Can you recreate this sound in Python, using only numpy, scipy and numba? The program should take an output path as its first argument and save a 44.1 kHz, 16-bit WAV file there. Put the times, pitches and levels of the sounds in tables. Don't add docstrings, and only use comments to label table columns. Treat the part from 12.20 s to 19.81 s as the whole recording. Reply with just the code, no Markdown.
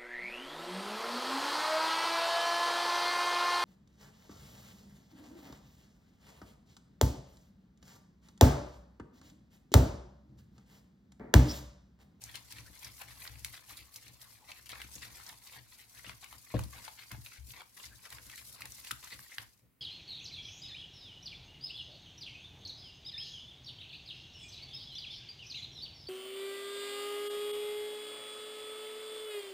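import sys
import numpy as np
from scipy import signal
from scipy.fft import rfft, irfft
from scipy.io import wavfile
from scipy.ndimage import uniform_filter1d
from numba import njit

SR = 44100
rng = np.random.default_rng(int(sys.argv[2]) if len(sys.argv) > 2 else 0)


def dump_mix(stems):
    frames = np.atleast_2d(stems).T
    limited = np.clip(frames, -1, 1)
    pcm = np.round(limited * 32767).astype(np.int16)
    wavfile.write(sys.argv[1], SR, pcm)


N = 335535
TIME = np.arange(N) / SR


def undb(db):
    return 10 ** (np.asarray(db) / 20)


def unit(x):
    return x / np.sqrt(np.mean(x ** 2))


def curve(rows, axis=1):
    rows = np.asarray(rows)
    return np.interp(TIME, rows[:, 0], rows[:, axis])


def sides(pan_db):
    return undb(np.array([[.5], [-.5]]) * pan_db)


def add(out, at, sound):
    i = max(int(at * SR), 0)
    out[:, i:i + sound.shape[1]] += sound[:, :max(N - i, 0)]


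def convolve(x, response):
    return signal.fftconvolve(np.atleast_2d(x), np.atleast_2d(response), axes=1)[:, :N]


def low_pass(x, order, hz):
    return signal.sosfilt(signal.butter(order, hz, fs=SR, output="sos"), x)


def high_pass(x, order, hz):
    return signal.sosfilt(signal.butter(order, hz, "high", fs=SR, output="sos"), x)


def colour(x, points, size=1024):
    hz, db = np.transpose(points)
    grid = np.arange(size // 2 + 1) * SR / size
    gain = undb(np.interp(np.log(grid + 1), np.log(hz), db))
    cepstrum = irfft(np.log(gain))
    cepstrum[1:size // 2] *= 2
    cepstrum[size // 2 + 1:] = 0
    return convolve(x, irfft(np.exp(rfft(cepstrum))))


def clicks(rate, spread_db):
    size = undb(spread_db * np.minimum(rng.exponential(size=N), 4))
    return (rng.random(N) < rate / SR) * size * rng.choice([-1, 1], N)


def walk(rate):
    held = rng.standard_normal(8192)[(TIME * rate).astype(int) % 8192]
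    return unit(uniform_filter1d(held, max(int(SR / rate), 1)))


def spurts(rate, decay_s, depth_db):
    jumps = (rng.random(N) < rate / SR) * rng.exponential(size=N)
    power = signal.lfilter([1], [1, -np.exp(-1 / (decay_s * SR))], jumps)
    return unit(np.sqrt(1 + undb(depth_db) ** 2 * power))


def swells(events, attack_s, release_s):
    power = np.zeros((1, N))
    for at, length, db in events:
        start = max(at - attack_s, 0)
        t = np.arange(int((attack_s + length + 6 * release_s) * SR)) / SR + start - at
        rise = np.clip(1 + t / attack_s, 0, 1) ** 2
        fall = np.exp(-np.maximum(t - length, 0) / release_s)
        add(power, start, (undb(db) * (rise * fall)[None]) ** 2)
    return power[0]


@njit
def bubbles(push, hz, cycles, glide, pan):
    out = np.zeros((2, len(push)))
    for i in np.nonzero(push)[0]:
        length, phase = int(cycles[i] * SR / hz[i]), 0.
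        for k in range(min(length, len(push) - i)):
            phase += 2 * np.pi * hz[i] / SR * (1 + glide * k / length)
            v = push[i] * np.exp(-6 * k / length) * np.sin(phase) / np.hypot(pan[i], 1 / pan[i])
            out[0, i + k] += v * pan[i]
            out[1, i + k] += v / pan[i]
    return out


def splash(t60_s=0.019, wet_db=-3, size=1024):
    t = np.arange(size) / SR
    early = rng.standard_normal((2, size)) * np.exp(-np.log(1000) * t / t60_s) * (t > .0003)
    response = undb(wet_db) * unit(early) / np.sqrt(size)
    response[:, 0] += 1
    return response / np.sqrt(1 + undb(wet_db) ** 2)


def wander(x, wet_db, size=1024):
    out, fade = np.zeros((2, N)), signal.get_window("hann", 2 * size)
    for i in range(0, N - 2 * size, size):
        piece = x[:, i:i + 2 * size] * fade
        add(out, i / SR, signal.fftconvolve(piece, splash(wet_db=wet_db), axes=1))
    return out


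# frequency in Hz, relative strength in dB.
AIR_SPECTRUM = [(30, 5), (110, -0.5), (250, -0.5), (600, -14.5), (2000, -15.5), (6000, -27.5), (16000, -16)]


def room_tone(level_db=-72):
    shared = rng.standard_normal(N)
    separate = 1.3 * rng.standard_normal((2, N))
    return unit(colour(shared + separate, AIR_SPECTRUM)) * undb(level_db)


# start of full strength in seconds, length in seconds, tearing level in dB,
# middle pitch of the air pockets in Hz, deep smack in dB relative to the tearing, sizzle level in dB,
# top of the sizzle in dB relative to its lower part.
PUSHES = [(0.01, 0.05, -75.5, 3940, -3, -52, -8), (0.061, 0.045, -56, 2390, -8, -63, 3),
          (0.149, 0.027, -47.5, 3880, -7.5, -51, -5), (0.317, 0.013, -51.5, 3870, -11, -51.5, -9),
          (0.364, 0.042, -55.5, 2750, -10, -54.5, -4), (0.545, 0.034, -57.5, 3730, -6, -53.5, 4),
          (0.626, 0.058, -50, 3740, -6.5, -53.5, 8), (0.804, 0.014, -51, 2000, 0, -46, 4),
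          (0.877, 0.048, -55, 2740, -6, -66, 0), (1.01, 0.061, -53.5, 2380, -5, -49.5, 8),
          (1.115, 0.045, -60.5, 2260, -12, -62, -5), (1.253, 0.031, -56.5, 2320, -12, -55.5, -5),
          (1.34, 0.03, -51.5, 3960, -9.5, -52.5, -1), (1.494, 0.034, -53, 2300, -8, -49.5, 3),
          (1.565, 0.045, -53, 4170, -16, -58, 10), (1.759, 0.021, -59.5, 4000, -10, -50, 6),
          (1.826, 0.057, -57, 3280, -16, -56, -3), (2.014, 0.036, -59.5, 3900, 1, -55, 4),
          (2.085, 0.086, -67.5, 3580, -11, -57, 3), (2.293, 0.028, -56.5, 2920, 0, -57.5, -2),
          (2.355, 0.027, -56, 2360, -24, -58, 3), (2.504, 0.079, -53, 1920, -1, -64, -6),
          (2.588, 0.056, -53.5, 2200, -19, -59, 1), (2.747, 0.03, -59, 4170, -5, -54, -4),
          (2.819, 0.055, -52.5, 1900, -13, -55.5, -6), (2.93, 0.12, -61, 2130, -7, -56, -2),
          (3.058, 0.072, -56, 3110, -2, -53, 0), (3.262, 0.025, -55, 4460, -8, -56.5, 5),
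          (3.326, 0.048, -52, 2610, -7.5, -54, 2), (3.525, 0.028, -59.5, 3400, -9, -57, -4),
          (3.59, 0.042, -57.5, 2580, -28, -59, 6), (3.747, 0.049, -58, 2100, -5, -55, 1),
          (3.849, 0.062, -53.5, 2820, -2.5, -54.5, -4), (4.034, 0.01, -53, 2970, 0.5, -55, -8),
          (4.112, 0.039, -57.5, 2220, -7, -60, 3), (4.309, 0.12, -55, 2070, -3.5, -59, -3),
          (4.53, 0.063, -53, 2000, -1.5, -53, -1), (4.625, 0.063, -55, 2370, -10, -55.5, -6),
          (4.783, 0.042, -53, 3290, -10.5, -57, -1), (4.915, 0.016, -49, 2250, 1, -60, -1),
          (5.052, 0.023, -55.5, 2920, -14, -53.5, 8), (5.11, 0.068, -57.5, 2310, -28, -63, -12),
          (5.293, 0.03, -63.5, 2870, -21, -51, 7), (5.342, 0.059, -54.5, 2840, -2, -59.5, -4),
          (5.574, 0.036, -55.5, 2160, -3, -53, 5), (5.638, 0.032, -52.5, 3800, -12, -51, -4),
          (5.843, 0.028, -55.5, 2140, 1.5, -53.5, -4), (5.905, 0.061, -56.5, 1900, -3, -54.5, 0),
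          (6.066, 0.15, -61, 2020, -8.5, -55, -2), (6.262, 0.088, -72.5, 4440, 7, -52.5, 1),
          (6.349, 0.1, -57, 2170, -0.5, -67, 1), (6.513, 0.089, -60.5, 4260, -8, -52, 1),
          (6.649, 0.065, -53.5, 2370, -10, -50.5, -3), (6.834, 0.043, -55.5, 2790, -6.5, -55, -3),
          (6.913, 0.032, -48.5, 3730, -10, -50.5, 0), (7.005, 0.043, -60, 3050, -6.5, -57.5, 13),
          (7.104, 0.047, -55.5, 2120, -21, -56.5, -5), (7.18, 0.053, -56, 2100, -5.5, -55, 3)]


def pocket_pitch(rise_oct_per_s=1.1):
    points = []
    for at, length, _, hz, *_ in PUSHES:
        rise = 2 ** (rise_oct_per_s * length / 2)
        points += [(at, hz / rise), (at + length, hz * rise)]
    return curve(sorted(points))


def air_pockets(rate, cycles, scatter, glide=0.17):
    hz = np.clip(pocket_pitch() * np.exp(scatter * rng.standard_normal(N)), 400, 12000)
    lengths = cycles * np.exp(0.26 * rng.standard_normal(N))
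    pushes = clicks(rate, spread_db=4.0)
    return unit(bubbles(pushes, hz, lengths, float(glide), undb(9.7 * rng.standard_normal(N))))


# time in seconds, sizzle level in dB, tearing level in dB.
BETWEEN_PUSHES = [(0.0, -60, -58.5), (0.36, -58, -64.5), (0.97, -55.5, -61.5), (2.2, -64.5, -65.5),
                  (2.64, -54.5, -64.5), (2.94, -56.5, -57.5), (3.37, -61.5, -68), (4.8, -53.5, -64.5),
                  (5.42, -62.5, -71), (6.03, -55.5, -65), (6.73, -56.5, -61.5), (7.09, -56, -81),
                  (7.37, -68.5, -76), (7.6, -101, -95)]
# frequency in Hz, relative strength in dB.
TEAR_SPECTRUM = [(300, -21), (700, -22.5), (1200, -14), (2100, 2), (3000, -6), (4300, -2.5), (6500, -26.5),
                 (12000, -31.5)]
# frequency in Hz, relative strength in dB.
SMACK_SPECTRUM = [(120, -4.5), (300, -15.5), (500, -8), (750, -1.5), (1050, 3), (1500, -6), (3000, -31)]


def squelch(tear_db=-0.5, pocket_db=-3, smack_db=-2, clump_db=0.1):
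    attack_s, release_s = 0.023, 0.018
    at, length, db, _, deep_db, _, _ = np.transpose(PUSHES)
    lull = undb(curve(BETWEEN_PUSHES, axis=2) - 4)
    deep_lull = lull * undb(-1)
    tearing = np.sqrt(swells(zip(at, length, db), attack_s, release_s) + lull ** 2)
    cutting = np.sqrt(swells(zip(at, length, db + deep_db), attack_s, release_s) + deep_lull ** 2)
    tears = undb(tear_db) * unit(colour(clicks(2600, spread_db=5.0), TEAR_SPECTRUM))
    pockets = undb(pocket_db) * air_pockets(rate=1400, cycles=12.3, scatter=0.24)
    smack = undb(smack_db) * unit(colour(clicks(1600, spread_db=3.5), SMACK_SPECTRUM))
    mass = ((tears + pockets) * tearing + smack * cutting) * undb(clump_db * walk(110))
    mass = mass * spurts(rate=70, decay_s=0.0031, depth_db=6)
    return wander(mass * sides(2.75), wet_db=1.5)


# frequency in Hz, relative strength in dB.
SIZZLE_SPECTRUM = [(800, -26), (2500, -10.5), (4500, -1.5), (6000, -1.5), (8000, -3), (11500, -1),
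                   (14000, -3), (16000, -13)]


def sizzle(level_db=0, rate=3500, apart=3.2, flicker_db=2.04, ping_db=-7, split_hz=9800):
    at, length, _, _, _, db, top_db = np.transpose(PUSHES)
    lull = undb(curve(BETWEEN_PUSHES) - 1)

    def steam(levels):
        return np.sqrt(swells(zip(at, length, levels), attack_s=0.075, release_s=0.0033) + lull ** 2)

    middle, left, right = (clicks(rate, spread_db=2.5) for _ in range(3))
    bursts = unit(middle + apart * np.array([left, right]))
    hz = rng.uniform(4000, 15000, N)
    ping_clicks = clicks(500, spread_db=0.0)
    pings = bubbles(ping_clicks, hz, np.full(N, 14.), 0.044, undb(17.0 * rng.standard_normal(N)))
    fizz = unit(colour(bursts + undb(ping_db) * unit(pings), SIZZLE_SPECTRUM))
    lower = signal.sosfiltfilt(signal.butter(2, split_hz, fs=SR, output="sos"), fizz)
    fizz = lower * steam(db - top_db / 2) + (fizz - lower) * steam(db + top_db / 2)
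    fizz = fizz * spurts(rate=63, decay_s=0.0044, depth_db=1.5)
    return wander(fizz * undb(level_db + flicker_db * walk(90)) * sides(1.9), wet_db=1)


# frequency in Hz, relative level in dB, time to fall by 60 dB in seconds.
PAN_MODES = [(42, -22, 0.32), (66.7, -6.5, 0.38), (76.5, -13, 0.28), (109.4, 1, 0.29), (129.7, -1.5, 0.23),
             (152, -11, 0.16), (191.5, -6, 0.15), (242.6, -10.5, 0.21), (287.7, -5, 0.14),
             (336.5, -7, 0.11), (390, -6, 0.027), (484.5, -5.5, 0.11), (537.6, -11.5, 0.25),
             (622, -2.5, 0.056), (748, -15, .12), (870, -24, 0.15), (1064, -8, 0.058), (4040, -32, 0.13)]


def pan_ring(left_db=5.3, lag=.3, size=22050):
    t, phase = np.arange(size) / SR, np.array([[0], [lag]])
    ring = np.zeros((2, size))
    for k, (hz, db, t60) in enumerate(PAN_MODES):
        swing = (-1) ** k * undb(db) * np.sin(2 * np.pi * hz * t - phase)
        ring += swing * np.exp(-np.log(1000) * t / t60)
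    return ring * sides(left_db)


def damped(ring, damping_s):
    return ring * np.exp(-TIME[:ring.shape[1]] / damping_s)


# start of full strength in seconds, length in seconds, level in dB.
DRAGS = [(0.01, 0.058, -59), (0.15, 0.1, -63.5), (0.345, 0.16, -59), (0.66, 0.039, -57.5),
         (0.83, 0.21, -64), (1.09, 0.22, -63), (1.525, 0.11, -62.5), (1.77, 0.016, -63),
         (1.865, 0.063, -62), (2.26, 0.24, -70.5), (2.51, 0.21, -63.5), (2.77, 0.15, -61.5),
         (3.115, 0.038, -66), (3.37, 0.031, -59.5), (3.775, 0.04, -64.5), (3.87, 0.099, -60),
         (4.13, 0.041, -61), (4.55, 0.068, -58), (5.27, 0.07, -63), (5.665, 0.082, -60.5),
         (5.93, 0.15, -60.5), (6.18, 0.16, -67), (6.415, 0.1, -59), (6.945, 0.06, -59.5),
         (7.195, 0.028, -57.5), (7.435, 0.013, -64.5)]


def rumble(ring, level_db=0, soft_hz=120):
    slips = low_pass(clicks(300, spread_db=-2), 1, soft_hz)
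    body = unit(convolve(slips, damped(ring, damping_s=0.13)))
    lull = undb(curve(BETWEEN_PUSHES, axis=2) - 6.5)
    drag = np.sqrt(swells(DRAGS, attack_s=.04, release_s=0.029) + lull ** 2)
    return body * drag * undb(level_db)


def cavity(x, hz, q=3.4, soft_hz=4300):
    x = high_pass(x, 6, min(0.61 * hz, SR / 3))
    ring = signal.lfilter(*signal.iirpeak(min(hz, SR / 3), q, fs=SR), x)
    return ring + undb(-8.5) * low_pass(x, 3, soft_hz)


# time in seconds, ringing pitch in Hz, ringing level in dB, snap level in dB,
# left minus right in dB, fading time of the crackle in seconds.
SHORT_CRACKS = [(0.039, 6730, -40.5, -70, -2, 0.00066), (0.155, 2700, -42, -43, 3, 0.0026),
                (0.324, 2340, -51.5, -44.5, 1, 0.00092), (0.384, 2270, -45.5, -59, 3, 0.0034),
                (0.646, 4870, -41.5, -51, 0, 0.0048), (0.814, 1780, -43.5, -57, 7, 0.017),
                (1.052, 1600, -47, -64, 2, 0.0045), (1.076, 3900, -43.5, -65, -2, 0.0028),
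                (1.247, 2210, -38, -34, 2, 0.0011), (1.507, 1080, -52, -52, 3, 0.011),
                (1.57, 4230, -59, -45.5, -4, 0.015), (1.7603, 4870, -50, -43.5, 0, 0.0057),
                (2.016, 4440, -59, -51.5, 3, .0014), (2.317, 2560, -42, -69, 3, .003),
                (2.459, 2360, -50.5, -49, 5.5, 0.017), (2.493, 2450, -56, -44, 2, 0.0022),
                (2.5, 2470, -45, -47.5, 4, 0.017), (2.518, 3480, -43, -58, 3, 0.0068),
                (2.555, 1680, -47.5, -68, 0, 0.0025), (2.617, 1960, -39.5, -48.5, 0, 0.00095),
                (2.754, 6300, -42.5, -54, 1, 0.0053), (2.829, 1770, -42.5, -64, -2, 0.0083),
                (3.065, 5320, -46.5, -66, -2, .002), (3.091, 2640, -66, -45, -4, 0.0019),
                (3.272, 4150, -49, -62, 0, 0.0037), (3.794, 1960, -50, -68, 4, 0.0023),
                (3.865, 2170, -45.5, -58, -3, 0.0044), (3.895, 1110, -41, -70, 4, 0.0022),
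                (4.043, 2070, -47, -49, 3, 0.0033), (4.127, 1010, -45.5, -53, -1, 0.0015),
                (4.342, 960, -43.5, -60, 3, 0.014), (4.392, 1000, -38, -41, -1.5, 0.0026),
                (4.437, 3780, -60, -48.5, 6, 0.0033), (4.679, 870, -40.5, -63, 2, 0.0044),
                (4.9156, 1040, -43, -43.5, -1, 0.0041), (5.062, 2650, -45.5, -56, 3, 0.0023),
                (5.306, 2670, -50, -61, 5, .0025), (5.854, 1950, -48, -64, 5, 0.0085),
                (5.904, 3500, -71, -49, -2, 0.0022), (5.418, 940, -46.5, -55, 4, 0.0018),
                (5.926, 1750, -45, -45, 0, 0.0055), (5.984, 1730, -46.5, -69, -2, 0.0032),
                (6.098, 1890, -47, -50, 7, 0.0028), (6.158, 5650, -53, -48, 0, 0.0029),
                (6.177, 2200, -44.5, -46, 3, 0.026), (6.407, 940, -46.5, -45, 0, 0.0063),
                (6.42, 2180, -39, -49, -1, 0.0012), (6.4557, 1610, -48, -43.5, 1, 0.0021),
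                (6.521, 6040, -45.5, -55, 6, 0.0023), (6.648, 1760, -63, -47, -3, .003),
                (6.672, 2950, -47, -52, -1, 0.0037), (6.7099, 1390, -31.5, -37, 1, 0.0016),
                (6.714, 2600, -36.5, -37.5, 6, 0.0012), (6.8443, 5860, -47, -61, -1, 0.0022),
                (6.992, 1320, -48, -52, 0, 0.0013), (7.183, 1570, -32.5, -45, 2, 0.00033)]
# frequency in Hz, relative strength in dB.
SNAP_SPECTRUM = [(1000, -23), (2500, -9), (4000, 8.5), (5500, 4), (8000, 2), (12000, 4.5), (16000, -3.5)]


def pops(ring_db=-6, snap_db=-6, crackle_db=-13, size=1024):
    rings, snaps, t = np.zeros((2, N)), np.zeros((2, N)), np.arange(size) / SR
    for at, hz, low_db, high_db, pan_db, fade_s in SHORT_CRACKS:
        crackle = rng.standard_normal(size) * (rng.random(size) < .3)
        burst = undb(crackle_db) * crackle * np.exp(-t / fade_s)
        burst[0] = 1
        burst = convolve(burst, splash(wet_db=0))[:, :size]
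        add(rings, at, unit(cavity(burst, hz)) * undb(low_db + ring_db) * sides(pan_db))
        add(snaps, at, unit(burst) * undb(high_db + snap_db) * sides(pan_db))
    return rings + colour(snaps, SNAP_SPECTRUM)


# time in seconds, level in dB, contact time in seconds.
LANDINGS = [(0.383, -52, 0.0048), (1.088, -39, 0.012), (1.149, -50, 0.0057), (1.206, -40, 0.014),
            (2.637, -50.5, 0.0031), (2.755, -52.5, 0.0017), (3.865, -49, 0.0028), (4.34, -25.5, 0.00091),
            (4.350, -44, 0.00079), (4.39, -30, 0.0057), (4.451, -43.5, 0.0034), (4.918, -39.5, 0.0045),
            (4.973, -46.5, 0.0036), (5.177, -32.5, 0.014), (5.225, -48, 0.012), (5.276, -53, 0.0088),
            (5.927, -59, 0.0033), (6.714, -49, 0.003), (7.19, -62, 0.0054)]


def knocks(ring, level_db=-1):
    pushes = np.zeros((1, N))
    for at, db, contact in LANDINGS:
        push = np.hanning(int(contact * SR) + 2)
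        add(pushes, at, undb(db + level_db) * push[None] / push.sum())
    return convolve(pushes, damped(ring, damping_s=0.18))


# start in seconds, length in seconds, first pitch in Hz, last pitch in Hz, level in dB.
AIR_SQUEAKS = [(0.445, .055, 1290, 2010, -63), (2.161, 0.14, 950, 796, -71),
               (5.693, 0.07, 1530, 1816, -63.5), (6.121, 0.034, 2090, 1800, -55),
               (7.057, 0.017, 1870, 1990, -61), (7.113, 0.021, 2093, 2105, -51)]


def squeaks(level_db=0, width_hz=90):
    out = np.zeros((2, N))
    for at, length, start_hz, end_hz, db in AIR_SQUEAKS:
        count = int(length * SR)
        noise = rng.standard_normal(count) + 1j * rng.standard_normal(count)
        flutter = signal.lfilter([1], [1, -np.exp(-np.pi * width_hz / SR)], noise)
        turns = np.cumsum(np.linspace(start_hz, end_hz, count)) / SR
        tone = np.real(flutter * np.exp(2j * np.pi * turns))
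        add(out, at, unit(tone * np.hanning(count)) * undb(db + level_db) * sides(4.5))
    return out


def kitchen(x, tail_db=-10, t60=0.26, size=16384):
    t = np.arange(size) / SR
    tail = rng.standard_normal((2, size)) * np.exp(-np.log(1000) * t / t60) * (t > .006)
    tail = colour(tail, [(120, -4.5), (400, -4.0), (2000, -8), (6000, -9), (16000, -8.5)])[:, :size]
    return x + convolve(x, undb(tail_db) * unit(tail) / np.sqrt(size))


def scene():
    left, right = (squelch() + sizzle() + pops() + squeaks()) * undb(-2)
    porridge = np.array([np.roll(left, 1), right])
    ring = pan_ring()
    return kitchen(porridge + rumble(ring) + knocks(ring)) + room_tone()


def record(dry):
    dry = high_pass(dry, 4, 40)
    return signal.sosfilt(signal.ellip(10, .2, 70, 16150, fs=SR, output="sos"), dry)


dry = scene()
out = record(dry)
dump_mix(out)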